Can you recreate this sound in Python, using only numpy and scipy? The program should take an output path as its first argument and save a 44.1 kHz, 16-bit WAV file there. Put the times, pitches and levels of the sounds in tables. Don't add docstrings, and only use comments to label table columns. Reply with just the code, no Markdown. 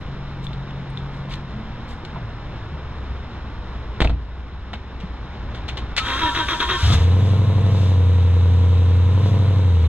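import sys
import numpy as np
from scipy import signal
from scipy.fft import rfft, irfft
from scipy.io import wavfile
from scipy.ndimage import uniform_filter1d

SR = 44100
rng = np.random.default_rng(int(sys.argv[2]) if len(sys.argv) > 2 else 0)


def transcribe(u):
    v = np.clip(np.atleast_2d(u).T, -1, 1)
    q = np.round(v * 32767).astype(np.int16)
    wavfile.write(sys.argv[1], SR, q)


N = 435708
T = np.arange(N) / SR
HZ = np.fft.rfftfreq(N, 1 / SR)

# frequency in Hz, relative level in dB.
HISS_COLOUR = [(1500, -10), (3500, 12.5), (4900, -5.5), (6500, -3), (9000, -11.5), (12500, -22.5),
               (15000, -34)]

CATCH_S, STEADY_S, FIRING_EDGE_S = 6.822, 7.0, 0.0092
ENGAGE_S, OVERRUN_S, RELEASE_S = 5.975, 6.77, 6.95
FIRST_TEETH_HZ, LAST_TEETH_HZ = 256.1, 430.2


def engine_state(idle_hz=89.4, pull_span_hz=8.8, flare_hz=26.17, build_s=0.46):
    # time in seconds, firing rate in Hz.
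    speed = [(7.0, 84), (7.1, 88.6), (7.22, 95.5), (7.5, 97.4), (7.75, 96.4), (8.0, 90), (8.25, 87.9),
             (9.03, 88.7), (9.28, 98.6), (9.42, 95.5), (9.6, 94.3), (9.87, 79)]
    firing_hz = curves(speed)[0] + flare_hz * swell(6.925, 0.03)
    pull = np.clip((firing_hz - idle_hz) / pull_span_hz, 0, 1)
    built = running(CATCH_S, build_s)
    weak_db = 10.5 * (1 - built)
    pickup_db = 3.5 * np.sin(np.pi * built)
    boom_db = -6 - 2 * pull - 0.58 * weak_db
    load_db = -25 + 6.5 * pull + pickup_db - weak_db
    clatter_db = -33.5 + 2.5 * pull
    return firing_hz, pull, boom_db, load_db, clatter_db


def engine():
    # multiple of the four-stroke cycle (rounded in use), idling level in dB,
    # pulling level in dB, both relative to the load.
    exhaust_orders = [(4, -17.5, -12), (6, -13.5, -10), (7, -26.5, -1.5), (9.05, -7.5, -0.5), (9.9, -3, 3),
                      (10.9, 1.5, -6), (12, -19, -11.5), (13, -17, -9), (14, -9.5, -6), (15, -9.5, -9.5),
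                      (16, -3.5, -8), (18, -8.5, -7.5), (19, -13, -28.5), (24, -11, -16.5),
                      (37.54, -17.5, -14.5), (42, -13, -25.5), (56.5, -26, -17.5), (88, -22, -20.5)]
    firing_hz, pull, boom_db, load_db, clatter_db = engine_state()
    firings = np.cumsum(firing_hz) / SR
    boom = amp(boom_db) * running(STEADY_S, FIRING_EDGE_S) * np.sin(2 * np.pi * firings)
    lines = np.zeros(N)
    for order, idle_db, pull_db in exhaust_orders:
        level = amp(load_db + idle_db + pull * (pull_db - idle_db)) * (1 + 0.16 * wander(4.9))
        offset_turns = 0.012 * order * rng.standard_normal()
        lines -= level * np.sin(2 * np.pi * (firings * round(order) / 8 + offset_turns))
    burble = running(CATCH_S, 0.3) * amp(0.57 * load_db - 14) * exhaust_burble(firings, pull)
    clatter = amp(clatter_db) * valve_clatter(firings)
    return running(CATCH_S, 0.012) * (np.sqrt(2) * (boom + lines) + burble + clatter)


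def exhaust_burble(firings, pull, jitter_firings=0.003, unevenness=0.11, lag_rad_per_root_hz=0.45):
    cylinders = [(1.0, .85, -.2), (.5, .65, .05), (1.1, .85, -.28), (.55, .7, .1), (1.45, 1.9, 0),
                 (.65, .9, -.1), (1.2, .9, .02), (.7, 1.0, -.12)]
    # frequency in Hz, relative gain in dB.
    pipe = [(120, -13.5), (220, -10), (280, 2), (350, -4), (420, 0), (470, 6), (510, 1), (560, -3.5),
            (680, -9.5), (800, -12), (900, -9.5), (980, -4.5), (1100, -12.5), (1500, -23.5), (3000, -40),
            (6000, -62)]
    count = np.arange(1, int(firings[-1]))
    idling, pulling, late = np.array(cylinders)[count % len(cylinders)].T
    slip, size = rng.standard_normal((1000, 2))[count % 1000].T
    at = np.interp(count + late + jitter_firings * slip, firings, np.arange(N)).astype(int)
    puffs = np.zeros(N)
    puffs[at] = -(idling + pull[at] * (pulling - idling)) * np.exp(unevenness * size)
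    puffs = irfft(rfft(puffs) * np.exp(-1j * lag_rad_per_root_hz * np.sqrt(HZ)), N)
    gush = noise() * (0.27 + np.exp(-(firings % 1) / 0.45))
    return ring(unit(puffs - puffs.mean()) + 0.25 * unit(gush), pipe)


def valve_clatter(firings, tick_firings=0.16):
    # frequency in Hz, relative level in dB.
    clatter_colour = [(200, -21), (600, 5.5), (1050, 6), (1600, 1), (2200, -0.5), (3200, -1), (3900, 0.5),
                      (4400, -14.5), (4850, -23), (6000, -16), (8500, -23.5), (10000, -28), (12500, -28.5),
                      (15000, -43.5)]
    ticks = 4.9 + np.exp(-(firings % 1) / tick_firings + 0.36 * wander(90))
    return colour(noise() * ticks, clatter_colour)


def first_firings():
    # start in seconds, length in seconds, pitch in Hz, peak level in dB.
    firings = [(6.826, 0.04, 84, -10), (6.867, 0.041, 84.2, -10.5), (6.903, 0.032, 107, -13),
               (6.937, 0.05, 81.6, -8.5)]
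    out = np.zeros(N)
    for start_s, length_s, hz, db in firings:
        t = np.arange(0, length_s + FIRING_EDGE_S, 1 / SR)
        envelope = np.clip(np.minimum(t, t[-1] - t) / FIRING_EDGE_S, 0, 1)
        add(out, start_s, amp(db) * envelope * np.sin(2 * np.pi * hz * t))
    return out


def starter_state(coast_tau_s=0.3, coast_db_per_s=150, stroke_edge_s=0.0071):
    # start in seconds, length in seconds, opening tooth rate in Hz,
    # share of that rate lost, opening rattle drive in dB, mid-stroke whine drive in dB.
    strokes = [(6.187, .15, 335, .22, -21, -19.5), (6.344, 0.12, 342, .2, -18.5, -21.5),
               (6.482, .1, 366, .26, -16, -25), (6.598, 0.075, 370, .07, -15.5, -26.5),
               (6.689, .1, 376, .12, -16, -23.5)]
    coast_s = np.maximum(T - RELEASE_S, 0)
    spun = running(ENGAGE_S, RELEASE_S - ENGAGE_S) ** 1.5
    teeth_hz = (FIRST_TEETH_HZ + (LAST_TEETH_HZ - FIRST_TEETH_HZ) * spun) * np.exp(-coast_s / coast_tau_s)
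    slack = (T > strokes[0][0]) & (T < OVERRUN_S)
    drop_db = 6 * slack + coast_db_per_s * coast_s
    bite_db = 5.5 * swell(6.1, 0.042)
    rattle_db = -26.5 + bite_db - drop_db
    whine_db = np.where(T < OVERRUN_S, -26, -38) - drop_db
    for start_s, length_s, opening_hz, sag, top_rattle_db, top_whine_db in strokes:
        during = (T >= start_s) & (T < start_s + length_s)
        progress = (T[during] - start_s) / length_s
        teeth_hz[during] = opening_hz * (1 - sag * progress ** 1.4)
        rattle_db[during] = top_rattle_db - 22.5 * progress ** 2
        whine_db[during] = top_whine_db - 16.5 * (2 * progress - 1) ** 2
    return [smooth(curve, stroke_edge_s) for curve in (teeth_hz, rattle_db, whine_db)]


def starter(rise_s=0.097, scrape_teeth=0.27, chatter_teeth=4.3):
    # frequency in Hz, relative gain in dB.
    rattle_colour = [(200, -25), (330, -11), (500, -16), (800, -30), (1100, 11.5), (1700, 7.5), (2500, 1),
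                     (3300, 6), (3950, -2.5), (4850, -28), (5900, -12), (8500, -41.5), (12500, -30.5),
                     (15000, -58)]
    teeth_hz, rattle_db, whine_db = starter_state()
    engaged = running(ENGAGE_S, rise_s)
    teeth = np.cumsum(teeth_hz * (1 + 0.03 * wander(200))) / SR
    strikes = np.diff(np.floor(teeth), prepend=0) * (1 + 0.24 * noise())
    mesh = (strikes - teeth_hz / SR) * np.sqrt(SR / LAST_TEETH_HZ)
    contact = 1.1 + np.exp(-(teeth % 1) / scrape_teeth)
    scrape = unit(noise() * contact * np.exp(0.13 * wander(250)))
    scrape_db = rattle_db - 7 - 6 * running(OVERRUN_S, rise_s)
    whine = starter_housing(engaged * (amp(whine_db) * mesh + amp(scrape_db) * scrape))
    chatter = 1 + 0.35 * np.sin(2 * np.pi * teeth / chatter_teeth)
    rattle = amp(rattle_db - 6) * ring(chatter * (scrape + 0.45 * unit(mesh)), rattle_colour)
    brushes = amp(-39.5) * (1 - running(RELEASE_S, rise_s)) * colour(noise(), HISS_COLOUR)
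    puff = amp(-23.5) * swell(6.275, 0.041) * colour(noise(), [(40, -25.5), (80, 30), (140, -51)])
    return whine + engaged * (rattle + brushes + puff)


def starter_housing(drive, low_cut_hz=200, sharpening=0.19):
    # frequency in Hz, width before sharpening in Hz, relative gain in dB.
    modes = [(322, 190, -4.5), (960.7, 8.7, 9.5), (1064, 21, 2.5), (1153, 16, -4.5), (1268, 18, -2),
             (1360, 20, 3.5), (1545, 9.6, 0.5), (1740, 69, -3), (1827, 33.5, -4.5), (2200, 41, -13),
             (2370, 33, -10), (2760, 110, -11), (3207, 47, 0), (3775, 99, -7), (5800, 45, -21.5),
             (11100, 110, -32)]
    response = sum((-1) ** k * amp(db) / (1 + 2j * (HZ - hz) / width_hz)
                   for k, (hz, width_hz, db) in enumerate(modes))
    low_cut = HZ ** 2 / (HZ ** 2 + low_cut_hz ** 2)
    response *= low_cut * abs(response) ** sharpening
    response /= np.sqrt(np.mean(abs(response) ** 2))
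    return irfft(rfft(drive) * response, N)


def intake():
    # centre in seconds, half width in seconds, level in dB.
    gulps = [(6.855, 0.092, -34), (6.937, 0.018, -30), (7.03, 0.09, -43), (7.277, .08, -40.5),
             (7.819, .13, -38), (9.278, 0.053, -39)]
    envelope = sum(amp(db) * swell(centre_s, half_width_s) for centre_s, half_width_s, db in gulps)
    return envelope * colour(noise(), HISS_COLOUR)


def door(seal_s=0.00044, crack_rise_s=0.0003, tail=0.37):
    # frequency in Hz, relative level in dB, t60 in seconds.
    modes = [(50.2, 1, 0.26), (57.8, -4, 0.65), (81.3, -7.5, 0.43), (110, -9, 0.14), (144, -10, 0.27),
             (209, -17.5, 0.32), (282, -18, 0.27)]
    # start in seconds, level in dB.
    thuds = [(4.016, -5), (4.052, -4.5), (4.101, -7)]
    # start in seconds, level in dB,
    # tilt in dB per octave, snap time constant in seconds.
    contacts = [(4.004, -15.5, 1.1, .005), (4.016, -12.5, 0.5, 0.0065), (4.022, -18, 1.5, .004),
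                (4.0437, -24.5, 2, .005), (4.047, -13.5, -1.2, .014), (4.073, -23, -0.5, .01),
                (4.095, -22.5, -0.5, 0.02)]
    # frequency in Hz, relative level in dB.
    crack_colour = [(60, -9.5), (120, 5), (190, -2.5), (320, -3.5), (480, -8), (700, -1.5), (1200, -8),
                    (2100, -13.5), (2800, -16), (3900, -17), (5000, -37), (7500, -41), (11000, -59),
                    (15000, -88)]
    # frequency in Hz, t60 in seconds.
    crack_decay = [(100, 0.81), (400, 0.29), (1000, 0.085), (2500, 0.094), (8000, 0.15)]
    out, t = np.zeros(N), T[:SR]
    panels = sum(amp(db - 60 * t / t60_s) * np.sin(2 * np.pi * hz * t) for hz, db, t60_s in modes)
    panels = panels / abs(panels).max() * (1 - np.exp(-t / seal_s))
    for start_s, db in thuds:
        add(out, start_s, amp(db) * panels)
    onset = 1 - np.exp(-(t / crack_rise_s) ** 2)
    for start_s, db, db_per_octave, snap_s in contacts:
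        crack = die_away(colour(noise(SR), tilted(crack_colour, db_per_octave)), crack_decay)
        add(out, start_s, amp(db) * crack * onset * (tail + np.exp(-t / snap_s)))
    return out


def scuffs_and_clicks(grit=0.41):
    # start in seconds, level in dB,
    # rise in seconds, t60 in seconds, tilt in dB per octave.
    clicks = [(0.42, -50.5, 0.011, 0.14, 3), (0.441, -46, 0.003, 0.06, 7), (0.53, -43.5, 0.0011, 0.08, -3),
              (.706, -38.5, .001, .03, -7), (.96, -46, 0.008, 0.13, -2), (1.11, -55, .03, .3, 2),
              (1.296, -43, .0008, .02, 3), (1.29, -43, 0.018, 0.2, -1), (1.31, -39, 0.008, 0.072, -1.5),
              (1.337, -26.5, 0.0008, 0.025, -1), (1.354, -41, .0008, .02, 3), (1.87, -52, .02, 0.28, 5.5),
              (2.048, -36, .002, 0.045, -2), (2.154, -35, 0.01, 0.12, -13.5),
              (4.729, -30.5, 0.0059, 0.1, -6), (5.001, -40, 0.0019, 0.095, -3),
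              (5.544, -37, 0.0045, 0.16, -4), (5.678, -29, 0.0059, 0.11, -3),
              (5.771, -28.5, 0.00084, 0.1, -2), (5.963, -26, .004, 0.12, 1),
              (5.9745, -15.5, 0.004, 0.08, -1)]
    # frequency in Hz, relative level in dB.
    click_colour = [(300, -35.5), (700, -8.5), (1500, -7), (2500, -2.5), (3300, 0), (4000, -4),
                    (4900, -19.5), (7000, -20.5), (10000, -33.5), (15000, -45)]
    out, t = np.zeros(N), T[:16384]
    for start_s, db, rise_s, t60_s, db_per_octave in clicks:
        grains = noise(len(t)) * np.exp(grit * np.repeat(noise(256), 64))
        envelope = np.minimum(t / rise_s, 1) * amp(db - 60 * np.maximum(t - 2 * rise_s, 0) / t60_s)
        add(out, start_s, envelope * colour(grains, tilted(click_colour, db_per_octave)))
    return out


def knocks():
    # start in seconds, pitch in Hz, level in dB, t60 in seconds.
    bumps = [(0.468, 3520, -26, 0.016), (.533, 3700, -35, .014), (.902, 8500, -52, .008),
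             (.974, 3580, -26.5, 0.016), (2.031, 360, -30.5, 0.1), (2.158, 1010, -32, 0.071),
             (2.719, 152, -26, 0.16), (4.0738, 2600, -12, 0.011), (4.735, 209, -23.5, 0.087),
             (5.031, 183.2, -17, 0.083), (5.998, 1290, -28, .3)]
    out, t = np.zeros(N), T[:16384]
    for start_s, hz, db, t60_s in bumps:
        envelope = np.minimum(t * hz / 2, 1) * amp(db - 60 * t / t60_s)
        add(out, start_s, envelope * tone(hz * t))
    return out


def far_roads():
    # frequency in Hz, relative level in dB.
    wash_colour = [(100, -1.5), (200, 0), (400, -5.5), (650, -8.5), (950, -6.5), (1600, -11.5),
                   (2400, -18.5), (3900, -22), (4800, -39.5), (6500, -42), (9000, -58.5), (13000, -82)]
    rumble_colour = [(15, 0), (30, 1.5), (55, 8.5), (80, 1.5), (120, 0), (200, -13.5), (320, -25),
                     (700, -66), (3000, -110)]
    passing_db = swell(5.64, 0.59)
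    wash = amp(-37.5 + passing_db + 0.5 * wander(11)) * colour(noise(), wash_colour)
    rumble = amp(-33 + passing_db + 0.5 * wander(6.7)) * colour(noise(), rumble_colour)
    return wash + rumble


def far_vehicles():
    # time in seconds, pitch in Hz, relative level in dB.
    drone_path = [(0.0, 142.4, -38), (0.43, 135.7, -32), (1.42, 139.7, -33), (1.77, 121, -40),
                  (2.03, 157.8, -46), (2.14, 150.3, -34.5), (2.19, 133, -33), (2.24, 110.7, -31.5),
                  (2.34, 113.7, -42.5), (2.5, 122.7, -35.5), (2.63, 109.4, -37.5), (2.68, 73.2, -34.5),
                  (3.0, 66.6, -34.5), (4.01, 60.6, -36), (4.5, 63, -30), (6.7, 59.7, -39)]
    hum_path = [(1.4, 212, -71), (1.54, 213, -36), (1.75, 224.7, -45), (1.9, 232, -45.5),
                (2.15, 240.5, -51), (2.3, 240, -95.5)]
    drone_hz, drone_db = curves(drone_path)
    turns = np.cumsum(drone_hz * (1 + 0.008 * wander(12))) / SR
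    drone = amp(drone_db - 0.5 + 2 * wander(21)) * (tone(turns) + amp(-9.5) * tone(turns * 4 / 3))
    hum_hz, hum_db = curves(hum_path)
    hum = amp(hum_db + 1.5 * wander(14)) * tone(np.cumsum(hum_hz) / SR)
    return drone + hum


def electrical_whine(hz=5179, left_db=-65.5, right_db=-77, octave_db=-35):
    return amp([[left_db], [right_db]]) * (tone(hz * T) + amp(octave_db) * tone(2 * hz * T))


def ports(x):
    # frequency in Hz, left minus right in dB.
    balance = [(100, 0.55), (500, -0.5), (1100, -1.3), (1600, -0.3), (2300, 2), (3200, 4.5), (4200, 7),
               (5000, 9), (6000, -14.5), (8000, -22.5), (13000, -18)]
    # frequency in Hz, lead of the left in radians.
    lead = [(20, 0.27), (200, 0.06), (1000, 0.63), (2300, -1.07), (3200, -0.95), (4000, -2), (5000, -3),
            (6000, -2), (8000, -1.5)]
    ratio = amp(read(balance, HZ)) * np.exp(1j * read(lead, HZ))
    response = 2 * np.array([ratio, np.ones(len(HZ))]) / (1 + ratio)
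    return irfft(rfft(x) * response, N)


def reflections(x):
    # frequency in Hz, level against the direct sound in dB.
    reflected = [(100, -34), (500, -21), (2000, -16), (3800, -9), (5000, -4), (13000, -5)]
    tail = die_away(rng.standard_normal((2, 16384)), [(200, 0.4), (2000, 0.3), (9000, 0.14)])
    wet = signal.oaconvolve(x[None], tail / np.linalg.norm(tail[0]), axes=1)[:, :N]
    return irfft(rfft(wet) * amp(read(reflected, HZ)), N)


def amp(db):
    return 10 ** (np.asarray(db) / 20)


def unit(x):
    return x / np.sqrt(np.mean(x ** 2) + 1e-20)


def tone(turns):
    return np.sqrt(2) * np.sin(2 * np.pi * turns)


def noise(count=N):
    return rng.standard_normal(count)


def wander(hz):
    knots = np.arange(0, N, 64)
    knot_hz = np.fft.rfftfreq(len(knots), 64 / SR)
    drift = irfft(rfft(noise(len(knots))) / (1 + (knot_hz / hz) ** 2), len(knots))
    return np.interp(np.arange(N), knots, unit(drift))


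def running(start_s, rise_s):
    return np.clip((T - start_s) / rise_s, 0, 1)


def swell(centre_s, half_width_s):
    return np.exp(-((T - centre_s) / half_width_s) ** 2)


def smooth(x, seconds):
    return uniform_filter1d(x, size=max(int(seconds * SR), 1))


def curves(rows):
    times_s, *columns = np.transpose(rows)
    return [np.interp(T, times_s, column) for column in columns]


def read(points, hz):
    point_hz, values = np.transpose(points)
    return np.interp(np.log(hz + 1), np.log(point_hz + 1), values)


def tilted(points, db_per_octave):
    return [(hz, db + db_per_octave * np.log2(hz)) for hz, db in points]


def colour(x, points):
    return unit(irfft(rfft(x) * amp(read(points, np.fft.rfftfreq(len(x), 1 / SR))), len(x)))


def ring(x, points):
    log_gain = np.log(amp(read(points, abs(np.fft.fftfreq(8192, 1 / SR)))))
    response = np.fft.ifft(np.exp(np.conj(signal.hilbert(log_gain)))).real[:4096]
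    return unit(signal.oaconvolve(x, response)[:len(x)])


def die_away(x, t60_points):
    hz, t, bands = signal.stft(x, SR, nperseg=256)
    decay = amp(-60 * t / read(t60_points, hz)[:, None])
    return signal.istft(bands * decay, SR, nperseg=256)[1][..., :x.shape[-1]]


def add(mix, start_s, sound):
    part = mix[round(start_s * SR):][:len(sound)]
    part += sound[:len(part)]


def scene():
    car = engine() + first_firings() + starter() + intake() + door() + scuffs_and_clicks() + knocks()
    sound = car + far_roads() + far_vehicles()
    return ports(sound) + reflections(sound) + electrical_whine()


def record(dry, limit_db=-11.5, recover_db_per_s=3.5, sense_s=0.013, fade_s=0.012, cutoff_hz=15500):
    power_db = 10 * np.log10(abs(smooth((dry ** 2).mean(0), sense_s)) + 1e-12)
    recovery_db = recover_db_per_s * T
    held_db = np.maximum.accumulate(power_db + recovery_db) - recovery_db
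    over_db = np.maximum(held_db - limit_db, 0)
    fades = np.clip(np.minimum(T, T[-1] - T) / fade_s, 0, 1)
    ducked = dry * amp(-smooth(over_db, sense_s)) * fades
    low_pass = signal.firwin(511, cutoff_hz, window=("kaiser", 9), fs=SR)
    return signal.oaconvolve(ducked, low_pass[None], "same")


dry = scene()
out = record(dry)
transcribe(out)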